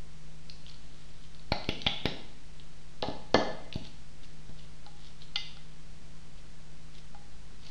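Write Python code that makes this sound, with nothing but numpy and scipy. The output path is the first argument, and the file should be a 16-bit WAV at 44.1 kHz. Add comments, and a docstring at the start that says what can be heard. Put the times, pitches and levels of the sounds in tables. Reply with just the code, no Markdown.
"""A wooden board rings in its bending modes, handled on a tile floor in a small hard room.
Held up, it is knocked four times to shed sawdust, its peg rattling, then laid down in two blows
and a boom. Light bumps and taps follow, one of them sharp, with a ringing dowel.
Fingers tick and brush over the wood; an appliance hums over rumble and hiss.
A cheap, close microphone dulls the blows."""
import sys
import numpy as np
from scipy import signal
from scipy.fft import rfft, irfft, next_fast_len
from scipy.io import wavfile
from scipy.ndimage import map_coordinates

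SR = 44100
rng = np.random.default_rng(int(sys.argv[2]) if len(sys.argv) > 2 else 0)


def log_audio(samples):
    """Write samples as a 16-bit WAV file to the path given in sys.argv[1]."""
    # one column per channel
    frames = np.atleast_2d(samples).T
    # limit to full scale, then quantise
    limited = np.clip(frames, -1, 1)
    pcm = np.round(limited * 32767).astype(np.int16)
    wavfile.write(sys.argv[1], SR, pcm)


N = 339898


def amp(db):
    """Decibels to gain."""
    return 10 ** (np.asarray(db) / 20)


def unit(x):
    """x at rms 1."""
    return x / np.sqrt(np.mean(x ** 2) + 1e-20)


def along(points, hz):
    """(frequency, value) points interpolated on a log axis."""
    point_hz, values = np.transpose(points)
    return np.interp(np.log(hz + 1), np.log(point_hz + 1), values)


def wobble(rate_hz):
    """Smooth random curve, rate_hz knots a second."""
    knots = rng.standard_normal(int(N * rate_hz / SR) + 4)
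    return map_coordinates(knots, [np.arange(N) * rate_hz / SR])


def filtered(x, response):
    """x through a frequency response."""
    n = x.shape[-1]
    size = next_fast_len(n + SR // 4)
    return irfft(rfft(x, size) * response(np.fft.rfftfreq(size, 1 / SR)), size)[..., :n]


def coloured(x, spectrum):
    """x shaped by a spectrum, at rms 1."""
    return unit(filtered(x, lambda hz: amp(along(spectrum, hz))))


def dying(t, t60_s):
    """Decay of 60 dB in t60_s."""
    return np.exp(-np.log(1000) * t / t60_s)


def add(track, start_s, sound):
    """Mix sound into track from start_s."""
    part = track[round(start_s * SR):][:len(sound)]
    part += sound[:len(part)]


# Hum tones (frequency [Hz], rms level [dB])
HUM_TONES = [(157.2, -58), (52.8, -60.5)]
# Hiss spectrum (frequency [Hz], relative density [dB])
HISS_SPECTRUM = [(100, -22), (250, 2.5), (500, -1), (1000, -5), (2000, -6), (4500, -7.5), (6300, -10.5),
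                 (9700, -17), (10800, -45.5), (12500, -85)]
# Rumble spectrum (frequency [Hz], relative density [dB])
RUMBLE_SPECTRUM = [(3, 0), (10, -2.5), (18, -7.5), (35, -11.5), (70, -21), (130, -23), (220, -26),
                   (400, -46.5), (900, -86)]
def background(hiss_db=-59.5, rumble_db=-48, waver_db=1.4, drift_rad=0.086):
    """An appliance hums, wavering slightly, over low rumble and steady hiss."""
    hum, t = np.zeros(N), np.arange(N) / SR
    for hz, db in HUM_TONES:
        gain = amp(db + waver_db * wobble(4.1))
        hum += gain * unit(np.sin(2 * np.pi * hz * t + drift_rad * wobble(2.6)))
    hiss = amp(hiss_db) * coloured(rng.standard_normal(N), HISS_SPECTRUM)
    rumble = amp(rumble_db) * coloured(rng.standard_normal(N), RUMBLE_SPECTRUM)
    return hum + hiss + rumble


# Reverb decay (frequency [Hz], t60 [s])
ROOM_DECAY = [(100, 0.77), (300, 0.66), (800, 0.64), (2000, 0.7), (4000, 0.6), (9000, 0.4)]
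# Reverb colour (frequency [Hz], gain [dB])
ROOM_SPECTRUM = [(50, -17), (160, -3.5), (300, -3.5), (800, 0), (1500, -2.5), (3300, -4.5), (5000, -3.5),
                 (6500, 3.5)]
def in_room(x, room_db, build_up_s=0.002):
    """x plus diffuse reflections off hard walls, drawn anew for each source position."""
    hz, frame_s, noise = signal.stft(rng.standard_normal(SR), SR, nperseg=256)
    decay = dying(frame_s, along(ROOM_DECAY, hz)[:, None])
    _, tail = signal.istft(noise * decay, SR, nperseg=256)
    t = np.arange(len(tail)) / SR
    tail = filtered(tail, lambda f: amp(along(ROOM_SPECTRUM, f))) / np.linalg.norm(dying(t, 0.38))
    response = amp(room_db) * tail * (1 - np.exp(-t / build_up_s))
    response[0] += 1  # direct sound
    return signal.fftconvolve(x, response)


CRACK_LAG_S = 0.0007  # blow onset to crack
# Nail and edge clicks (time [s], level [dB], centre [Hz])
NAIL_CLICKS = [(.498, -32.5, 4500), (.6648, -38, 3350), (.697, -40, 4460), (.743, -45, 4370),
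               (1.348, -44.5, 3840), (1.3955, -44.5, 4000), (1.6436, -34.5, 3760), (1.8182, -27.5, 4040),
               (1.8667, -18.5, 3340), (2.598, -41, 3440), (3.0243, -22.5, 3940), (3.0383, -37, 3900),
               (3.0773, -37, 4140), (3.1005, -40, 4400), (3.3434, -16.5, 4760), (3.727, -28.5, 3560),
               (3.742, -33.5, 4350), (3.871, -41, 4200), (5.2205, -39.5, 3700), (7.666, -41, 4400)]
# Contact crackle spectrum (frequency [Hz], relative level [dB])
CRACK_SPECTRUM = [(100, -25), (700, -9), (1600, -7), (2400, -2), (3200, .5), (3800, -1), (4450, 0),
                  (5300, -9), (6300, -11), (7500, -19), (12000, -26)]
def clicks(q=4.0, t60_s=0.008, room_db=-1):
    """Each hard contact (nail, edge, blow, tap) is a brief crackle in one broad resonance."""
    out, t = np.zeros(N), np.arange(SR // 10) / SR
    fade = dying(t, t60_s)
    cracks = [(s + CRACK_LAG_S, db, hz) for s, *_, db, hz in [*BOARD_BLOWS, *FACE_TAPS]]
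    for start_s, db, centre_hz in [*cracks, *NAIL_CLICKS]:
        resonance = lambda f: 1j * f * centre_hz / (q * (centre_hz ** 2 - f ** 2) + 1j * f * centre_hz)
        noise = fade * rng.standard_normal(len(t))
        burst = filtered(noise, lambda f: resonance(f) * amp(along(CRACK_SPECTRUM, f)))
        burst *= np.linalg.norm(fade) / np.linalg.norm(burst)
        add(out, start_s, in_room(amp(db) * burst, room_db))
    return out


# Finger strokes (peak time [s], half width [s], level [dB])
FINGER_STROKES = [(0.688, 0.03, -54), (1.24, 0.017, -64), (3.851, 0.022, -50), (4.242, 0.014, -54),
                  (4.598, 0.045, -60), (5.041, 0.066, -59.5), (5.225, 0.014, -53), (6.382, 0.019, -61),
                  (6.974, 0.046, -59.5), (7.67, 0.044, -52.5)]
# Friction spectrum (frequency [Hz], relative level [dB])
RUB_SPECTRUM = [(500, -11.5), (1800, -13), (3200, 0.5), (4600, -2.5), (6500, -16), (10000, -37)]
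def brushing(grip_db=-66, grain_db=5, room_db=-3):
    """Sawdust rolls under the fingers in tiny uneven grains."""
    t = np.arange(N) / SR
    swell = lambda peak_s, half_s: np.exp(-((t - peak_s) / half_s) ** 2)
    grip = amp(grip_db) * swell(peak_s=1, half_s=0.27)  # the hand slides to its hold
    strokes = sum(amp(db) * swell(peak_s, half_s) for peak_s, half_s, db in FINGER_STROKES)
    grains = coloured(rng.standard_normal(N) * amp(grain_db * wobble(400)), RUB_SPECTRUM)
    return in_room((grip + strokes) * grains, room_db)[:N]


# Board modes; the very short one near 500 Hz is the slap
# (frequency [Hz], held level [dB], lying level [dB], face-tapped level [dB], t60 [s])
BOARD_MODES = [(259.6, -52, -7, -29, 0.17), (506, -16, 26.5, -30, 0.015), (105, -14, -13, -24, .1),
               (185, -20, -6, -24, .08), (292, -24, 2.5, -22, .2), (413, -22, 1, -26, .1),
               (512, -18, 0.5, -26, .09), (588, -6, 6, -24, .09), (638, -2, 8, -22, .12),
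               (705, -4, 10, -10, .06), (760, -7, 10, -8, .06), (818, -7, 9, -1.5, .13),
               (895, -9, -16, -20, .04), (1060, -16, 9, -12, .04), (1145, -14, 8.5, -8, .045),
               (1232, -12, 8.5, -1, .04), (1380, 3, 1, 7, .025), (1650, 5, -30, -20, .012),
               (1740, -12, 8, -20, .1), (1850, -2, 5, -24, .035), (1950, -2, 3, -24, .03),
               (2057, -8, -2, -8, .22), (2200, -3, -20, -16, .02), (2292, 10, -10, 5, 0.011),
               (2860, -10, -2, -20, 0.057), (3200, -13, 4, -10, 0.06), (3630, -5, -14, -20, 0.011),
               (3920, -5, -5, -19, 0.016), (4490, -20, 2, -27, .018), (4670, -22, -7, -23, 0.022)]
def board_ring(mode_db, tilt_db_per_oct, grip=0, grip_t60_s=0.13, scatter_db=1, attack_s=0.0011):
    """One blow starts all modes in phase; a gripping hand adds damping."""
    t = np.arange(SR // 2) / SR
    hz, *_, t60_s = np.transpose(BOARD_MODES)
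    modes = np.sin(2 * np.pi * hz[:, None] * t) * dying(t, t60_s[:, None]) * (1 - np.exp(-t / attack_s))
    octaves = np.maximum(np.log2(hz / 820), 0)  # a soft contact misses the upper modes
    gains = amp(mode_db + tilt_db_per_oct * octaves + scatter_db * rng.standard_normal(len(hz)))
    return gains @ modes * dying(grip * t, grip_t60_s)


# Blows on the board (time [s], air push [dB], contact [s], ring [dB], tilt [dB/oct],
# main mode boost [dB], lying flat [0-1], crack [dB], crack centre [Hz])
BOARD_BLOWS = [(1.519, -22, .0042, -46, 5, -6, 0.1, -25, 4070),
               (1.5203, -16.5, 0.00097, -23.5, -0.5, -0.5, 0.01, -19, 4060),
               (1.6897, -14.5, 0.00187, -37.5, 5.5, 10, 0, -21, 3120),
               (1.8645, -20, 0.0046, -32.5, 6.5, 14.5, 0, -29, 3400),
               (1.8708, -25.5, 0.00087, -57, 7, 2, 0.02, -14.5, 3220),
               (2.0558, -12.5, 0.0017, -34, 7, 7.5, 0.12, -18.5, 4260),
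               (3.0275, -34, 0.002, -36.5, -7, -2.5, 0.9, -32.5, 3350),
               (3.0857, -19.5, 0.0021, -45.5, -27, 0, 1, -56, 4050),
               (3.3445, -19, 0.0015, -24.5, -2, -8.5, 0.9, -23, 3680),
               (3.758, -20, 0.0039, -42, -24, -4.5, 0.35, -41.5, 3570),
               (4.493, -34, 0.0046, -65, -13, -13, 0.92, -52, 3600)]
def knocks(push_highpass_hz=28, main_hz=782, main_width_oct=0.13, room_db=-5, floor_boost_db=2):
    """Each blow shoves the air and rings the board: damped in the hand, deeper and longer on the floor."""
    out, t = np.zeros(N), np.arange(SR // 2) / SR
    hz, held_db, lying_db, *_ = np.transpose(BOARD_MODES)
    # the strike point sets how strongly the main bending modes ring
    main_weight = np.exp(-(np.log2(hz / main_hz) / main_width_oct) ** 2)
    for start_s, push_db, contact_s, ring_db, tilt_db_per_oct, main_db, flat, *_ in BOARD_BLOWS:
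        push = amp(push_db) * np.sin(np.pi * np.minimum(t / contact_s, 1)) ** 2
        # slow air slips round the board
        push = filtered(push, lambda f: 1j * f / (push_highpass_hz + 1j * f))
        mode_db = ring_db + held_db + flat * (lying_db - held_db) + main_db * main_weight
        ring = board_ring(mode_db, tilt_db_per_oct, grip=1 - flat)
        add(out, start_s, in_room(push + ring, room_db + floor_boost_db * flat))
    return out


def snaps(re_push_db=-28, t60_s=0.019, highpass_hz=8500):
    """A knock on the raised board has a faint, dry snap in the top treble."""
    out, t = np.zeros(N), np.arange(SR // 20) / SR
    for start_s, push_db, *_, flat, _, _ in BOARD_BLOWS:
        noise = dying(t, t60_s) * rng.standard_normal(len(t))
        burst = filtered(noise, lambda f: 1 - 1 / (1 + (f / highpass_hz) ** 20))
        add(out, start_s + CRACK_LAG_S, amp(push_db + re_push_db) * (1 - flat) * burst)
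    return out


def struck(modes, hits, attack_s, room_db):
    """An object rings in the same modes at every hit, with new random phases."""
    out, t = np.zeros(N), np.arange(SR // 2) / SR
    onset = 1 - np.exp(-t / attack_s)
    for start_s, hit_db in hits:
        ring = sum(amp(db) * np.sin(2 * np.pi * (hz * t + rng.random())) * dying(t, t60_s)
                   for hz, db, t60_s in modes)
        add(out, start_s, in_room(amp(hit_db) * ring * onset, room_db))
    return out


# Peg modes (frequency [Hz], relative level [dB], t60 [s])
PEG_MODES = [(2180, -6, .03), (2400, -6, .03), (2930, 0, .035), (3290, -2, .04), (3450, 0, .055),
             (3700, -10, .03), (3930, -5, .035)]
# Peg impacts (time [s], level [dB])
PEG_IMPACTS = [(1.6908, -32.5), (1.8641, -32), (1.8662, -28), (1.8722, -33.5)]
def peg():
    """The peg rattles in its hole as the board is knocked."""
    return struck(PEG_MODES, PEG_IMPACTS, attack_s=0.00055, room_db=2)


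# Board-on-floor modes (frequency [Hz], relative level [dB], t60 [s])
THUD_MODES = [(62, -7, .16), (104, -8, .36), (127, -9, .36), (168, -5, .2), (210, 0, .18), (238, -5, .2),
              (330, -3, .2)]
def thud(start_s=3.3445, level_db=-28.5):
    """The board's full weight lands; board and floor boom together."""
    return struck(THUD_MODES, [(start_s, level_db)], attack_s=0.0012, room_db=-3)


# Taps on the board's face (time [s], ring [dB], tilt [dB/oct], crack [dB], crack centre [Hz])
FACE_TAPS = [(4.8635, -43, -11, -40.5, 3540), (5.3575, -41, 8.5, -22, 3600), (5.569, -55, 2, -44.5, 4200),
             (7.1465, -42.5, -11, -52, 3600)]
def taps(room_db=-10):
    """A light tap on the resting board excites mainly a few modes: a short, clear tok."""
    out = np.zeros(N)
    *_, tapped_db, _ = np.transpose(BOARD_MODES)
    for start_s, ring_db, tilt_db_per_oct, *_ in FACE_TAPS:
        add(out, start_s, in_room(board_ring(ring_db + tapped_db, tilt_db_per_oct), room_db))
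    return out


# Dowel modes (frequency [Hz], relative level [dB], t60 [s])
DOWEL_MODES = [(2430, -15, .03), (2680, -11, .02), (2880, 0, .018), (3220, -2, .018), (3565, 0, .022),
               (4240, -7, .018), (4700, 1.5, .015), (5110, -10, .02), (5600, -19, .015), (6150, -16, .015)]
# Dowel strike and bounce (time [s], level [dB])
DOWEL_IMPACTS = [(5.3578, -22), (5.3597, -25.5)]
def dowel():
    """A loose dowel hits the board, bounces at once and rings short and high."""
    return struck(DOWEL_MODES, DOWEL_IMPACTS, attack_s=0.00059, room_db=-2.5)


def scene(pan_right_db=0.12, mic_lowpass_hz=6200):
    """Near-mono mix, blows slightly right; the dull microphone loses most of their top treble."""
    blows = knocks() + thud() + taps() + clicks() + peg() + dowel()
    blows = filtered(blows, lambda hz: 1 / np.sqrt(1 + (hz / mic_lowpass_hz) ** 20)) + snaps()
    return blows * amp([[-pan_right_db], [pan_right_db]]) + brushing() + background()


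def record(dry, lowpass_hz=12600, dc_offset=-0.0217):
    """The recorder cuts the top treble and rests slightly off zero."""
    return filtered(dry, lambda hz: 1 / (1 + (hz / lowpass_hz) ** 100)) + dc_offset


dry = scene()
out = record(dry)
log_audio(out)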